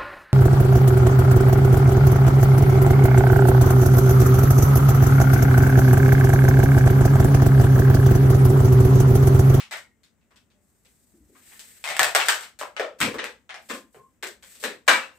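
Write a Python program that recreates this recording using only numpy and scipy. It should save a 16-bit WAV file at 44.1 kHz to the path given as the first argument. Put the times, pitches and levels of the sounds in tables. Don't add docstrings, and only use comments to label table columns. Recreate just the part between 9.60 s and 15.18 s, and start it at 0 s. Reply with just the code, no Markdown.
import sys
import numpy as np
from scipy import signal
from scipy.fft import rfft, irfft, next_fast_len
from scipy.io import wavfile
from scipy.ndimage import map_coordinates

SR = 44100
rng = np.random.default_rng(int(sys.argv[2]) if len(sys.argv) > 2 else 0)


def store_pcm(level_fs):
    pcm = np.round(np.clip(level_fs, -1, 1) * 32767).astype(np.int16)
    wavfile.write(sys.argv[1], SR, np.atleast_2d(pcm).T)


def volts_from_decibels(level):
    exponent = np.asarray(level, float) / 20
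    return 10 ** exponent


N = 246222

# [f/Hz, level/dB per Hz]
AIR_SPECTRUM = [(22, -29), (38, -12.5), (55, 4), (100, -1), (160, -4), (220, 2.5), (310, -6.5),
                (450, -10.5), (1000, -18.5), (2000, -19), (4500, -33), (8000, -20.5), (10000, -33),
                (16000, -28.5)]
AIR_DB = -67
# [t/s, peak level/dB, f/Hz]
THUDS = [(1.537, -57, 281.5), (1.581, -54, 246), (1.601, -57, 71), (1.69, -53, 320), (2.403, -48, 126),
         (2.55, -61, 69.8), (2.692, -62, 68), (3.2, -67, 61), (3.412, -46, 58.6), (3.408, -33.5, 136.4),
         (3.425, -26, 254.8), (3.55, -39, 282), (3.559, -54.5, 70.4), (4.1, -36, 263), (4.131, -73, 60),
         (5.044, -39, 258), (5.291, -32, 264), (5.297, -53.5, 58.8), (3.196, -27, 516), (2.3, -56, 148.7),
         (2.6, -56.5, 141.5), (4.36, -58, 150)]

# [t/s, hiss level/dB]
STROKES = [
    [(0.9, -93), (1.05, -74.5), (1.24, -71), (1.3, -66), (1.5, -69.5), (1.66, -71.5), (1.78, -60.5),
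     (1.988, -53), (2.3, -56.5)],
    [(4.8, -79.5), (4.858, -55), (4.996, -55.5), (5.06, -38)],
    [(3.95, -79), (4.03, -64.5), (4.2, -60), (4.3, -80.5), (4.35, -64), (4.45, -76), (4.6, -83)],
    [(5.48, -90), (5.58, -64.5)],
]
# [f/Hz, level/dB per Hz]
HISS_SPECTRUM = [(2500, -40), (3500, -17.5), (6000, -13.5), (7200, -8), (8200, -2), (9000, -11),
                 (9700, -13.5), (14000, -10.5), (15500, -16), (16300, -35)]
# [f/Hz, level/dB per Hz]
RUSTLE_SPECTRUM = [(290, -8.5), (500, -8.5), (661, -14), (858, -12), (963, -18), (1840, -1.5),
                   (5000, -12.5), (6500, -26), (11000, -120)]
RUSTLE_DB, GRIP_DB = -6, -63.5
LIGHT_DB_PER_DB = 2.1

# [t/s, f/Hz, peak level/dB, hold/s, fade/dB per s]
SQUEAKS = [(.2, 2170, -63, .05, 200), (0.23, 1900, -69, .07, 300), (.94, 596, -70.5, 0.039, 300),
           (3.41, 1900, -30, 0.0089, 300), (3.41, 2350, -33, 0.036, 300), (3.25, 520, -46, 0.029, 148),
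           (4.1, 1062, -43, 0.031, 222), (4.365, 1063, -54.5, 0.085, 420), (5.297, 2300, -24.5, 0.042, 325),
           (5.28, 1650, -27, 0.0073, 262.5), (5.39, 2600, -45, 0.029, 300), (5.3, 535, -33.5, 0.031, 158),
           (2.25, 2150, -40, 0.043, 300), (5.3, 2800, -39, 0.039, 152)]
SWELL_S, SAG_PER_DB = 0.018, 0.0008
BREATHY_HZ = 2200

# [t/s, level/dB]
WALLS = [(.0046, 1), (.0066, -1), (0.0122, -2), (0.0141, 2), (0.02, -0.5), (0.021, -10.5)]
# [f/Hz, t60/s]
ROOM_T60 = [(200, 1), (600, 0.81), (2000, 0.67), (5000, 0.67), (12000, 0.65)]
# [f/Hz, likeness/1]
LIKENESS = [(100, 0.44), (400, 0.75), (800, 0.5), (2000, 0.32), (8000, 0.19)]
TAIL = SR // 3
WET_DB = 11

# [f/Hz, level/dB per Hz]
MEMBRANE = [(120, -59), (340, -10), (600, 1), (1000, 3), (2000, 4.5), (3500, -2), (5500, -9.5),
            (9000, -17.5), (20000, -82.5)]
# [f/Hz, level/dB per Hz]
CRACK = [(1200, -46), (3000, -3.5), (5000, -4), (6700, -6), (8100, 1.5), (9400, -13), (13000, -11.5),
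         (15500, -17), (20000, -69)]
# [t/s, mode f/Hz]
TUBE = [(0.7, 635), (1.75, 300), (2.24, 722), (2.7, 730), (3.0, 590), (3.2, 580), (3.4, 278), (3.45, 468),
        (3.64, 490), (3.9, 765), (4.1, 534), (4.14, 324), (4.345, 444), (4.63, 382), (4.67, 556),
        (5.04, 507), (5.1, 428), (5.28, 812)]
OTHERS_SHARP = 17
SLACK_TILT = 0.069

# [t/s, peak level/dB, skin mode f/Hz, tube level/dB, crack level/dB]
SNAPS = [(-0.025, -25.5, 2686, -46, -6), (0.11, -26, 1735, -50, -0.5), (0.123, -24, 1930, -20, -9),
         (0.707, -50.5, 1240, -22, -9), (1.249, -54, 2570, -16, 2), (1.751, -48, 1126, -20, -22.5),
         (1.913, -43.5, 1885, -34, -16), (2.599, -16, 2184, -23, -12), (2.656, -28.5, 1660, -25, 5.5),
         (2.828, -35, 2118, -46, 4.5), (2.989, -33, 1525, -24, 5), (3.584, -19.5, 1647, -11.5, -34.5),
         (3.892, -29, 1820, -23, -32.5), (4.098, -22.5, 1592, -12, -7), (4.137, -44, 2473, -0.5, 10.5),
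         (4.626, -23.5, 1690, -12.5, -3.5), (4.825, -42.5, 2030, -19, 2.5), (4.949, -51, 2880, -13, 10),
         (4.999, -52.5, 2200, -6, 15), (5.1, -42, 2084, 2.5, -3), (5.278, -1, 1548, -64, -4.5)]
# [t/s, peak level/dB, skin mode f/Hz, tube level/dB, crack level/dB]
FACING = [(0.17, -39.5, 1250, -38, 8.5), (1.993, -39.5, 2130, -38, 11), (2.24, -21.5, 1978, -62, 0.5),
          (2.349, -26, 2140, -22.5, -32), (2.549, -3.5, 1427, -22, -4), (2.684, -6.5, 1639, -33.5, 0.5),
          (2.808, -32.5, 1430, -40, 4.5), (3.165, -20.5, 1666, -20, -23), (3.413, -9.5, 2113, -25, -5.5),
          (3.942, -29.5, 2110, -11, -19), (4.669, -37, 1820, -9, 7), (5.038, -15.5, 1850, -15, -6.5)]
# [t/s, peak level/dB, skin mode f/Hz, tube level/dB, crack level/dB]
SLACK = [
    (3.012, -20.5, 980, -12.5, -11.5),
    (3.196, -15.5, 1370, -7, -18.5),
    (3.403, -18.5, 1334, -6, 0),
    (3.45, -30, 1080, 7, -8),
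    (3.542, -24, 1030, -7, -12.5),
    (4.345, -40.5, 794, -7, -28),
    (4.36, -46.5, 857, 0.5, -25),
]
# [t/s, peak level/dB, skin mode f/Hz, tube level/dB, crack level/dB]
NEAREST = [
    (2.366, -22, 1900, -29.5, 1),
    (2.393, -3.5, 1386, -15.5, -6),
    (2.43, -9, 1880, -16.5, -0.5),
    (3.641, -20, 1980, -15.5, -8.5),
]
# [t/s, peak level/dB, skin mode f/Hz, crack level/dB]
TICKS = [
    (.433, -52, 4270, 0),
    (.61, -65.5, 2620, -20),
    (.759, -50, 3500, -2),
    (.902, -59, 3300, -25),
]
TICK_TUBE_DB = -33
# [t/s, peak level/dB]
CREEP = [
    (3.385, -47),
    (4.087, -41),
    (5.024, -38),
    (5.262, -55),
]
# [skin mode f/Hz, tube level/dB, crack level/dB]
CREEP_COLOUR = (2000, -8.5, 3.5)
# [skin mode f/Hz, tube level/dB, crack level/dB]
CREAK_COLOUR = (2060, -14.5, -5)
CREAK_S, CREAK_GAP_S, CREAK_DB, CREAK_SWELL_DB = 2.249, 0.013, -28, 2

# [f/Hz, left minus right level/dB]
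LEFT_RE_RIGHT = [(60, 3.5), (250, 2), (1000, 2.5), (4500, 4), (8500, 3), (13000, -2)]
TOP_HZ = 15900


def unit_rms(x):
    return x / np.sqrt(np.mean(x ** 2) + 1e-20)


def along(points, hz):
    f, v = np.transpose(points)
    return np.interp(np.log(hz + 1), np.log(f + 1), v)


def curves(rows):
    s, *cols = np.transpose(rows)
    n = np.arange(round(s[0] * SR), round(s[-1] * SR))
    return n, [np.interp(n / SR, s, c) for c in cols]


def wobble(rate_hz):
    knots = rng.standard_normal(int(N * rate_hz / SR) + 4)
    return map_coordinates(knots, [np.arange(N) * rate_hz / SR])


def filtered(x, response):
    m = next_fast_len(x.shape[-1] + 4096)
    spectrum = rfft(x, m) * response(np.fft.rfftfreq(m, 1 / SR))
    return irfft(spectrum, m)[..., :x.shape[-1]]


def diffuse_pair(length):
    def mid_side(hz):
        turn = np.arccos(np.clip(along(LIKENESS, hz), 0, 1)) / 2
        return np.array([np.cos(turn), np.sin(turn)])

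    mid, side = filtered(rng.standard_normal((2, length)), mid_side)
    return np.array([mid + side, mid - side])


def rush(spectrum):
    return unit_rms(filtered(diffuse_pair(N), lambda hz: volts_from_decibels(along(spectrum, hz))))


def air():
    return volts_from_decibels(AIR_DB + .8 * wobble(25)) * rush(AIR_SPECTRUM)


def thuds():
    out, t = np.zeros(N + SR), np.arange(SR // 4) / SR
    for s, db, hz in THUDS:
        band = signal.butter(3, [hz * .76, hz * 1.3], "band", fs=SR, output="sos")
        puff = signal.sosfilt(band, rng.standard_normal(2 * len(t)))[len(t):]
        envelope = volts_from_decibels(db - 60 * t / 0.34) * (1 - np.exp(-t / 0.003))
        out[round(s * SR):][:len(t)] += envelope * unit_rms(puff)
    return out[:N]


def rubbing():
    hiss, rustle, out = rush(HISS_SPECTRUM), rush(RUSTLE_SPECTRUM), np.zeros((2, N))
    grain = volts_from_decibels(1.5 * wobble(90) + 1.2 * wobble(12))
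    for rows in STROKES:
        n, (hiss_db,) = curves(rows)
        rustle_db = hiss_db + RUSTLE_DB - LIGHT_DB_PER_DB * np.maximum(GRIP_DB - hiss_db, 0)
        fade = signal.windows.tukey(len(n), .08)
        out[:, n] = fade * grain[n] * (volts_from_decibels(hiss_db) * hiss[:, n] + volts_from_decibels(rustle_db) * rustle[:, n])
    return out


def squeaks():
    def drift(rate_hz):
        return wobble(rate_hz) + 1j * wobble(rate_hz)

    tone, t = np.zeros((2, N)), np.arange(TAIL) / SR
    waver = .6 * drift(120) + .4 * np.array([drift(60), drift(60)])
    for s, hz, db, hold_s, fade_db_per_s in SQUEAKS:
        start = round(s * SR)
        n = start + np.arange(min(TAIL, N - start))
        swell = np.sin(np.pi / 2 * np.minimum(t / SWELL_S, 1))
        effort = swell * volts_from_decibels(-fade_db_per_s * np.maximum(t - SWELL_S - hold_s, 0))
        pitch_hz = hz * (effort + 0.035) ** (SAG_PER_DB * 20 / np.log(10))
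        turns = np.exp(2j * np.pi * np.cumsum(pitch_hz) / SR)
        breath = .75 + hz / BREATHY_HZ * waver[:, n]
        tone[:, n] += volts_from_decibels(db) * np.real(breath * (effort * turns)[:len(n)])
    return tone


def room(direct_db, wet_db, hold_s, fall_db_per_s):
    t = np.arange(TAIL) / SR
    clumps = rng.standard_normal(TAIL // 16 + 1).repeat(16)[:TAIL]
    sparse = volts_from_decibels(3 * np.exp(-t / .08) * clumps)
    hz, frames_s, z = signal.stft(diffuse_pair(TAIL) * sparse, SR, nperseg=256)
    decay = volts_from_decibels(-60 * frames_s / along(ROOM_T60, hz)[:, None])
    tail = signal.istft(z * decay, SR, nperseg=256)[1][:, :TAIL]
    tail *= 1 - np.exp(-(t / 0.0037) ** 2)
    tail *= volts_from_decibels(wet_db) / np.linalg.norm(tail, axis=1, keepdims=True)

    stutter = diffuse_pair(160) * .6 + np.diff(diffuse_pair(161))
    stutter *= np.exp(-((t[:160] - .0016) / .0013) ** 2)
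    stutter *= .9 / np.linalg.norm(stutter, axis=1, keepdims=True)
    stutter[:, 44:47] += .13
    tail[:, :160] += volts_from_decibels(direct_db) * stutter
    for s, db in WALLS:
        lags_s = s * (1 + .03 * rng.normal()) + rng.normal(0, 4e-5, size=2)
        for port, lag in enumerate(np.round(lags_s * SR).astype(int)):
            tail[port, lag:lag + 160] += volts_from_decibels(db + rng.normal(0, 1)) * stutter[port]
    return tail * volts_from_decibels(-fall_db_per_s * 0.014 * np.logaddexp(0, (t - hold_s) / 0.011))


def causal(gain):
    quefrency = irfft(np.log(gain + 1e-6))
    half = len(quefrency) // 2
    quefrency[1:half] *= 2
    quefrency[half + 1:] = 0
    return irfft(np.exp(rfft(quefrency)))


def slip(skin_hz, tube_hz, tube_db, crack_db):
    hz = np.fft.rfftfreq(4096, 1 / SR)

    def mode(centre, sharp):
        return 1 / (1 + (sharp * (hz / centre - centre / (hz + 1))) ** 2)

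    others_hz = skin_hz * np.exp(rng.uniform(-0.996, 1.0, size=5))
    others = sum(mode(f, OTHERS_SHARP) for f in others_hz)
    rings_hz = skin_hz * np.exp(rng.uniform(-.3, 1.4, size=9))
    rings = sum(mode(f, f / 40) for f in rings_hz)
    modes = 0.36 * mode(skin_hz, 52.0) + 0.5 * others + 1.5 * np.tanh(rings) + .5 * mode(skin_hz, 4.5)
    taut = (skin_hz / 1700) ** .65
    skin = volts_from_decibels(along(MEMBRANE, hz / taut)) * (1 + modes)

    tube = volts_from_decibels(tube_db + 25.5) * (mode(tube_hz, 1.84) ** 2 + 0.14 * mode(tube_hz * .55, 2.2))
    tilt_db = SLACK_TILT * (tube_db + 25) * np.log2(1 + hz / 4000)
    crack = volts_from_decibels(crack_db + 2.0 + along(CRACK, hz) + tilt_db)
    low_cut = hz ** 3 / (hz ** 3 + 170 ** 3)
    return causal(np.sqrt(skin ** 2 + tube ** 2 + crack ** 2) * low_cut)


def snaps():
    out = np.zeros((2, N + 3 * TAIL))
    creak = [(CREAK_S + k * CREAK_GAP_S, CREAK_DB + k * CREAK_SWELL_DB, *CREAK_COLOUR) for k in range(5)]
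    creep = [(*row, *CREEP_COLOUR) for row in CREEP]
    ticks = [(s, db, hz, TICK_TUBE_DB, crack_db) for s, db, hz, crack_db in TICKS]
    groups = [(SNAPS, 2), (FACING, 7.5), (SLACK, 8), (ticks, 3), (creak, 7), (creep, -8), (NEAREST, 11.5)]
    for table, direct_db in groups:
        for s, db, skin_hz, tube_db, crack_db in table:
            walls = room(direct_db, WET_DB - 0.24 * direct_db, hold_s=0.046, fall_db_per_s=86 - 2.2 * db)
            tube_hz = np.interp(s, *np.transpose(TUBE))
            release = slip(skin_hz, tube_hz, tube_db, crack_db)
            heard = signal.fftconvolve(release[None], walls, axes=1)
            at = TAIL + round(s * SR)
            out[:, at:at + heard.shape[1]] += volts_from_decibels(db + 15.0 - 0.27 * direct_db) * heard
    return out[:, TAIL:TAIL + N]


def scene():
    return air() + thuds() + rubbing() + squeaks() + snaps()


def roll_off(x):
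    return signal.sosfilt(signal.butter(12, 16430, fs=SR, output="sos"), x)


def record(dry):
    x = filtered(dry, lambda hz: volts_from_decibels(along(LEFT_RE_RIGHT, hz) * np.array([[.5], [-.5]])))
    x = x / (1 + np.abs(x / .98) ** 12) ** (1 / 12)
    x = filtered(x, lambda hz: np.clip((TOP_HZ - hz) / 600, 0, 1))
    return roll_off(x)


dry = scene()
out = record(dry)
store_pcm(out)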